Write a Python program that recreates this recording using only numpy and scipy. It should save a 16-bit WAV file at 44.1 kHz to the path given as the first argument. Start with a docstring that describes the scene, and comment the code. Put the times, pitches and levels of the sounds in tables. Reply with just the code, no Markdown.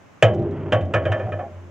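"""A horse-drawn cart of wood and steel jolts into motion on a farm track, close by.
Impacts in its slack joints excite the damped modes of body, frame and hitch, and the hopper answers with
low clunks. The rolling wheels force hopper, panels and boards into vibration and crush grit; trace chains
clink, and friction makes a joint squeak twice. Faint wind lies behind. An automatic gain control lowers
the level at the loudest knock and recovers slowly."""
import sys
import numpy as np
from scipy import signal
from scipy.fft import rfft, irfft
from scipy.io import wavfile
from scipy.ndimage import uniform_filter1d

SR = 44100
rng = np.random.default_rng(int(sys.argv[2]) if len(sys.argv) > 2 else 0)


def generate_wav(signal):
    """Clip the signal to [-1, 1] and save it as 16-bit WAV at the path in sys.argv[1]."""
    frames = np.transpose(np.atleast_2d(signal))
    scaled = np.clip(frames, -1, 1) * 32767
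    pcm = np.round(scaled).astype(np.int16)
    wavfile.write(sys.argv[1], SR, pcm)


N = 74970
T = np.arange(N) / SR

# Impacts in the joints. Each row: start in seconds, levels of wood, steel, hitch and crack in dB,
# chatter time in seconds, spectral tilts of wood and steel in dB per octave.
IMPACTS = [(.2249, 3.5, -1, -13, -3.5, 0.0038, -1.5, 3.5),
           (0.722, -5.5, -5.5, -23, -16.5, 0.0017, -3.5, -1),
           (0.727, -8.5, -12, -24, -17.5, 0.0039, 3.5, -3),
           (.8094, -36.5, -42.5, -52, -34.5, 0.0036, -15, 8), (0.9371, -12, -6.5, -9, -17, 0.0069, -10, -4),
           (1.0534, -22, -17, -22.5, -31, 0.0022, -13.5, 0.5),
           (1.1191, -23, -15.5, -20, -26.5, 0.0061, 9, -3.5),
           (1.195, -26, -28.5, -26, -43.5, 0.0047, -2, -2.5),
           (1.321, -25.5, -25, -27, -40, 0.0015, -1, -5.5), (1.390, -30, -28.5, -31, -51, 0.011, -6.5, -12)]
# Normal modes. Each row: frequency in Hz, relative level in dB, time to decay by 60 dB in seconds.
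WOOD_MODES = [(345, -19, .45), (474, -11, .2), (518, -1, .18), (560, -8, .1), (604, -5, .27),
              (646, -14, .3), (714, -7, .18), (813, -20, .22)]
STEEL_MODES = [(1116, -7, 0.3), (1281, 2.5, 0.15), (1362, -26, 0.04), (1636, -6, 0.24), (2005, -19, 0.36),
               (2297, -22, .12), (2446, -1, 0.073), (2713, 3, 0.032), (2998, -7.5, 0.23),
               (3125, -16.5, 0.32), (3114, -4.5, 0.15)]
HITCH_MODES = [(1630, -6, .16), (1722, -6, .14), (1755, 0, .17), (1795, -7, .15), (2255, -10, .14),
               (2445, -7, .15)]
LINK_MODES = [(3760, -9.5, .04), (5200, -9.5, .05), (5950, 5, 0.032), (6970, -1, .07), (6720, -20, 0.028),
              (7240, 0.5, 0.11), (8840, -0.5, .04)]
# Noise spectra. Each row: frequency in Hz, relative spectral density in dB.
WIND_SPECTRUM = [(25, 8), (90, 6), (200, 3), (350, -2), (900, -3.5), (1600, -8.5), (2700, -14.5),
                 (4400, -27.5), (6600, -22), (9000, -37.5), (11500, -40), (15000, -40.5)]
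WOOD_SPECTRUM = [(100, -3.5), (170, -5), (300, -20), (430, -9.5), (520, 4), (620, 8.5), (730, 1),
                 (900, -14), (1200, -63.5), (3000, -82.5)]  # overlapping modes of the body
STEEL_SPECTRUM = [(600, -16), (950, 5), (1700, 9), (2050, 3), (2600, 0.5), (3200, -1.5), (3550, -16),
                  (4200, -37.5), (9000, -80.5)]  # overlapping modes of the frame
CRACK_SPECTRUM = [(2500, -35), (3600, 11.5), (4300, -6), (5800, 0.5), (7500, -6), (8600, -18), (10300, -17),
                  (12000, -40.5)]
STRIKE_SPECTRUM = [(200, -16.5), (500, 12.5), (900, -5.5), (1300, 0), (2000, -9), (2700, 17), (3300, 6),
                   (4100, -18.5), (7500, -14.5), (10000, -36), (12000, -42.5), (15500, -44)]  # the first hard contact of a blow
GRIT_SPECTRUM = [(500, 0.5), (900, 4.5), (1800, -5), (3100, -13.5), (4000, -34.5), (7000, -35),
                 (10000, -67)]
# Jolts of the hopper. 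Each row: start in seconds, frequency in Hz, level in dB.
HOPPER_JOLTS = [(0.225, 110.7, 2), (.365, 115.5, -12), (.724, 110.8, -7.5), (0.813, 92, -10),
                (0.933, 106.3, -10.5), (1.04, 106.9, -14), (1.081, 102.8, -7.5), (1.228, 107.6, -17),
                (1.313, 99, -18)]
# Course of the rolling. Each row: time in seconds, levels of drone, rumble, rattle and grit in dB.
ROLLING_LEVELS = [(0.221, -62, -104, -76, -98), (0.262, -19, -22, -18, -21.5),
                  (0.361, -13.5, -12.5, -20, -41), (.47, -20.5, -16, -29.5, -39),
                  (0.601, -22, -22, -33.5, -36.5), (0.721, -22, -23, -33.5, -36.5),
                  (0.898, -31, -27, -33.5, -45), (1.02, -21.5, -30.5, -28.5, -39),
                  (1.121, -33.5, -32, -20, -36), (1.251, -25, -31, -31.5, -39.5),
                  (1.399, -36, -37, -35, -51.5), (1.5, -38.5, -44, -49, -51.5),
                  (1.571, -29, -53, -49, -54.5), (1.65, -33.5, -48, -57, -57),
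                  (1.7, -36.5, -50.5, -52, -63)]
# Resonances driven by rolling. Each row: frequency in Hz, half-width in Hz, relative level in dB.
PANEL_RESONANCES = [(59.5, 18, 0), (86, 42, -9.5), (146, 22, 1.5), (162, 11, -9.5), (210, 8, 1.5),
                    (239, 27, -14), (281, 18, -2.5), (344.5, 7.8, 8), (394, 10, -22), (407, 20, 1)]
BOARD_RESONANCES = [(543, 41, -0.5), (540, 32, -13.5), (608.4, 6, 9), (640.6, 12, -7.5), (657, 17, -4),
                    (778, 26, -7)]
# Contacts in the trace chains. Each row: start in seconds, level in dB.
CHAIN_CONTACTS = [(.338, -47.5), (.346, -48), (.393, -52), (0.422, -53.5), (0.51, -54.5), (.853, -55.5)]
# Rubs of a joint. Each row: start in seconds, duration in seconds, frequency in Hz, level in dB.
JOINT_RUBS = [(1.257, 0.057, 747, -26.5), (1.38, 0.043, 732.5, -25.5), (1.397, 0.082, 813, -33.5),
              (1.423, 0.068, 681, -32)]  # the last three overlap as one squeak
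# Stereo balance. Each row: frequency in Hz, right level minus left in dB.
LEVEL_DIFFERENCE = [(100, 0.3), (600, 0.2), (1200, 1), (2800, 1), (5000, 5), (8000, 4)]
# Mismatch of the microphones. Each row: frequency in Hz, left phase minus right in radians.
PHASE_MISMATCH = [(60, -0.33), (300, -0.071), (3000, -0.61)]
# Stereo width. Each row: frequency in Hz, level of the decorrelated part in dB.
DIFFUSE_SHARE = [(100, -42), (600, -39), (2000, -28.5), (8000, -31)]


def amp(db):
    """Amplitude ratio for a level in decibels."""
    return 10 ** (np.asarray(db) / 20)


def curve(points):
    """Interpolation of (Hz, value) points on a logarithmic frequency axis."""
    hz, value = np.array(points).T
    bins_hz = np.maximum(np.fft.rfftfreq(2 * N, 1 / SR), 1)
    return np.interp(np.log(bins_hz), np.log(hz), value)


def colour(x, points, phase=0):
    """Linear filtering by a curve of (Hz, dB) points, with a phase shift in radians."""
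    return irfft(rfft(x, 2 * N) * amp(curve(points)) * np.exp(1j * phase))[:N]


def tilt(x, db_per_octave, centre_hz):
    """A constant spectral slope over one octave either side of a centre."""
    return colour(x, [(centre_hz / 2, -db_per_octave), (centre_hz * 2, db_per_octave)])


def noise(spectrum):
    """Gaussian noise with the given spectrum and unit rms."""
    x = colour(rng.standard_normal(N), spectrum)
    return x / np.std(x)


def wander(rate_hz):
    """Smoothed random steps with a spread near 1."""
    hold = int(SR / rate_hz)
    steps = np.repeat(rng.uniform(-1.1, 1, N // hold + 1), hold)
    return 2 * uniform_filter1d(uniform_filter1d(steps, hold), hold)[:N]


def decay(t, t60):
    """Exponential damping by 60 dB in t60 seconds."""
    return np.exp(-np.log(1000) * t / t60)


def wind():
    """Turbulent air gives broadband noise; a second noise in antiphase widens it."""
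    return amp(-50.5) * (noise(WIND_SPECTRUM) + amp(-2) * noise(WIND_SPECTRUM) * np.array([[1], [-1]]))


def ring(modes, t, scatter_db=2.5):
    """Free vibration is a sum of damped modes, here varied a little in pitch and level at each blow."""
    out = np.zeros(N)
    for hz, db, t60 in modes:
        detune, strength = rng.standard_normal(2)
        tone = np.sin(2 * np.pi * hz * (1 + .004 * detune) * t)
        out += amp(db + scatter_db * strength) * decay(t, t60) * tone
    return out


def dense_modes(spectrum, t, t60):
    """Modal overlap: close modes merge into noise, with a quick decay and a weaker slow one."""
    return noise(spectrum) * (decay(t, t60) + amp(-9.5) * decay(t, 1.96 * t60))


def knocks(snap_s=.0004):
    """Impact excitation: a blow cracks at once; modes build while the contact chatters, then ring out."""
    out = np.zeros(N)
    for start, wood_db, steel_db, hitch_db, crack_db, chatter_s, wood_tilt, steel_tilt in IMPACTS:
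        t = np.maximum(T - start, 0)
        t_free = np.maximum(t - chatter_s, 0)
        snap = 1 - np.exp(-t / snap_s)
        swell = 1 - np.exp(-t / chatter_s)
        wood = amp(-3.5) * ring(WOOD_MODES, t)
        wood += amp(-6.5) * dense_modes(WOOD_SPECTRUM, t_free, t60=.27)
        steel = amp(-12) * swell * ring(STEEL_MODES, t)
        steel += amp(-13.5) * snap * dense_modes(STEEL_SPECTRUM, t_free, t60=.15)
        crack = amp(-22) * noise(CRACK_SPECTRUM) * decay(t_free, t60=.11)
        links = amp(-31.5) * ring(LINK_MODES, t)
        strike = amp(-3) * noise(STRIKE_SPECTRUM) * decay(t, t60=.05)
        hitch = amp(-4) * swell * ring(HITCH_MODES, t)
        out += amp(wood_db) * tilt(swell * wood, wood_tilt, centre_hz=713)
        out += amp(steel_db) * tilt(steel, steel_tilt, centre_hz=1400)
        out += amp(crack_db) * snap * (crack + links + strike)
        out += amp(hitch_db) * hitch
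    return out


def hopper_clunks(rise_s=.027):
    """Transient response: the hopper's lowest mode swells and dies after each jolt."""
    out = np.zeros(N)
    for start, hz, db in HOPPER_JOLTS:
        t = np.maximum(T - start, 0)
        age = t / rise_s
        envelope = (age * np.exp(1 - age)) ** 1.6
        out += amp(db) * envelope * np.sin(2 * np.pi * hz * t)
    return out


def shaken(resonances):
    """Resonance: under random forcing a structure responds mainly near its natural frequencies."""
    f = np.maximum(np.fft.rfftfreq(N, 1 / SR), 1)
    gain = sum(amp(db) / (1 + ((f / hz - hz / f) * hz / half_width / 2) ** 2)
               for hz, half_width, db in resonances)
    response = irfft(rfft(rng.standard_normal(N)) * gain, N)
    return response / np.std(response)


def rolling(drone_hz=94.37, drone_flicker_db=1.8, grit_flicker_db=1.9):
    """Forced vibration: the wheels keep the hopper droning, shake panels and boards and crush grit."""
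    times, *levels = np.array(ROLLING_LEVELS).T
    drone_gain, rumble_gain, rattle_gain, grit_gain = (amp(np.interp(T, times, db)) for db in levels)
    pitch_hz = drone_hz * (1 + .028 * wander(11))
    hum = np.sqrt(2) * np.sin(2 * np.pi * np.cumsum(pitch_hz) / SR)
    drone = drone_gain * hum * amp(drone_flicker_db * wander(28))
    rumble = rumble_gain * shaken(PANEL_RESONANCES)
    rattle = rattle_gain * shaken(BOARD_RESONANCES)
    grit = grit_gain * noise(GRIT_SPECTRUM) * amp(grit_flicker_db * wander(140))
    return drone + rumble + rattle + grit


def chain_clinks():
    """Light impacts excite the high modes of the links as the traces tighten."""
    out = np.zeros(N)
    tick = noise(CRACK_SPECTRUM)
    for start, db in CHAIN_CONTACTS:
        t = np.maximum(T - start, 0)
        clink = tick * decay(t, t60=.058) + amp(-17.5) * ring(LINK_MODES, t)
        out += amp(db) * (T > start) * clink
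    return out


def joint_squeaks():
    """Friction in a rubbing joint sustains short tones of unsteady pitch."""
    out = np.zeros(N)
    for start, duration, hz, db in JOINT_RUBS:
        swell = np.sin(np.pi * np.clip((T - start) / duration, 0, 1))
        pitch_hz = hz * (1 + .02 * wander(180))
        out += amp(db) * swell * np.sin(2 * np.pi * np.cumsum(pitch_hz) / SR)
    return out


def scene():
    """Superposition of cart and wind. A level difference sets the cart slightly right;
    slightly mismatched microphones shift the phase between channels."""
    cart = knocks() + hopper_clunks() + chain_clinks() + rolling() + joint_squeaks()
    scatter = rng.standard_normal(N) * decay(T, t60=.0067)
    scatter /= np.linalg.norm(scatter)
    diffuse = colour(signal.fftconvolve(cart, scatter)[:N], DIFFUSE_SHARE)
    channels = []
    for side in (-1, 1):  # left, right
        balance = [(hz, side * db / 2) for hz, db in LEVEL_DIFFERENCE]
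        direct = colour(cart, balance, phase=-side * curve(PHASE_MISMATCH) / 2)
        channels.append(direct + side * diffuse)
    return np.array(channels) + wind()


def record(dry, threshold_db=-9.5, attack_s=.004, release_db_per_s=7.5, low_hz=111, top_hz=15900):
    """Compression and band limiting: gain drops fast and recovers slowly; saturation rounds the peaks."""
    dry = signal.sosfilt(signal.butter(2, low_hz, "high", fs=SR, output="sos"), dry)
    power = uniform_filter1d(np.mean(dry ** 2, axis=0), size=300)
    excess_db = np.maximum(10 * np.log10(np.maximum(power, 1e-12)) - threshold_db, 0)
    reduction_db = np.maximum.accumulate(excess_db + release_db_per_s * T) - release_db_per_s * T
    pole = np.exp(-1 / (attack_s * SR))
    compressed = dry * amp(-signal.lfilter([1 - pole], [1, -pole], reduction_db))
    rounded = compressed / (1 + compressed ** 8) ** (1 / 8)
    return signal.sosfilt(signal.ellip(8, .2, 70, top_hz, fs=SR, output="sos"), rounded)


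dry = scene()
out = record(dry)
generate_wav(out)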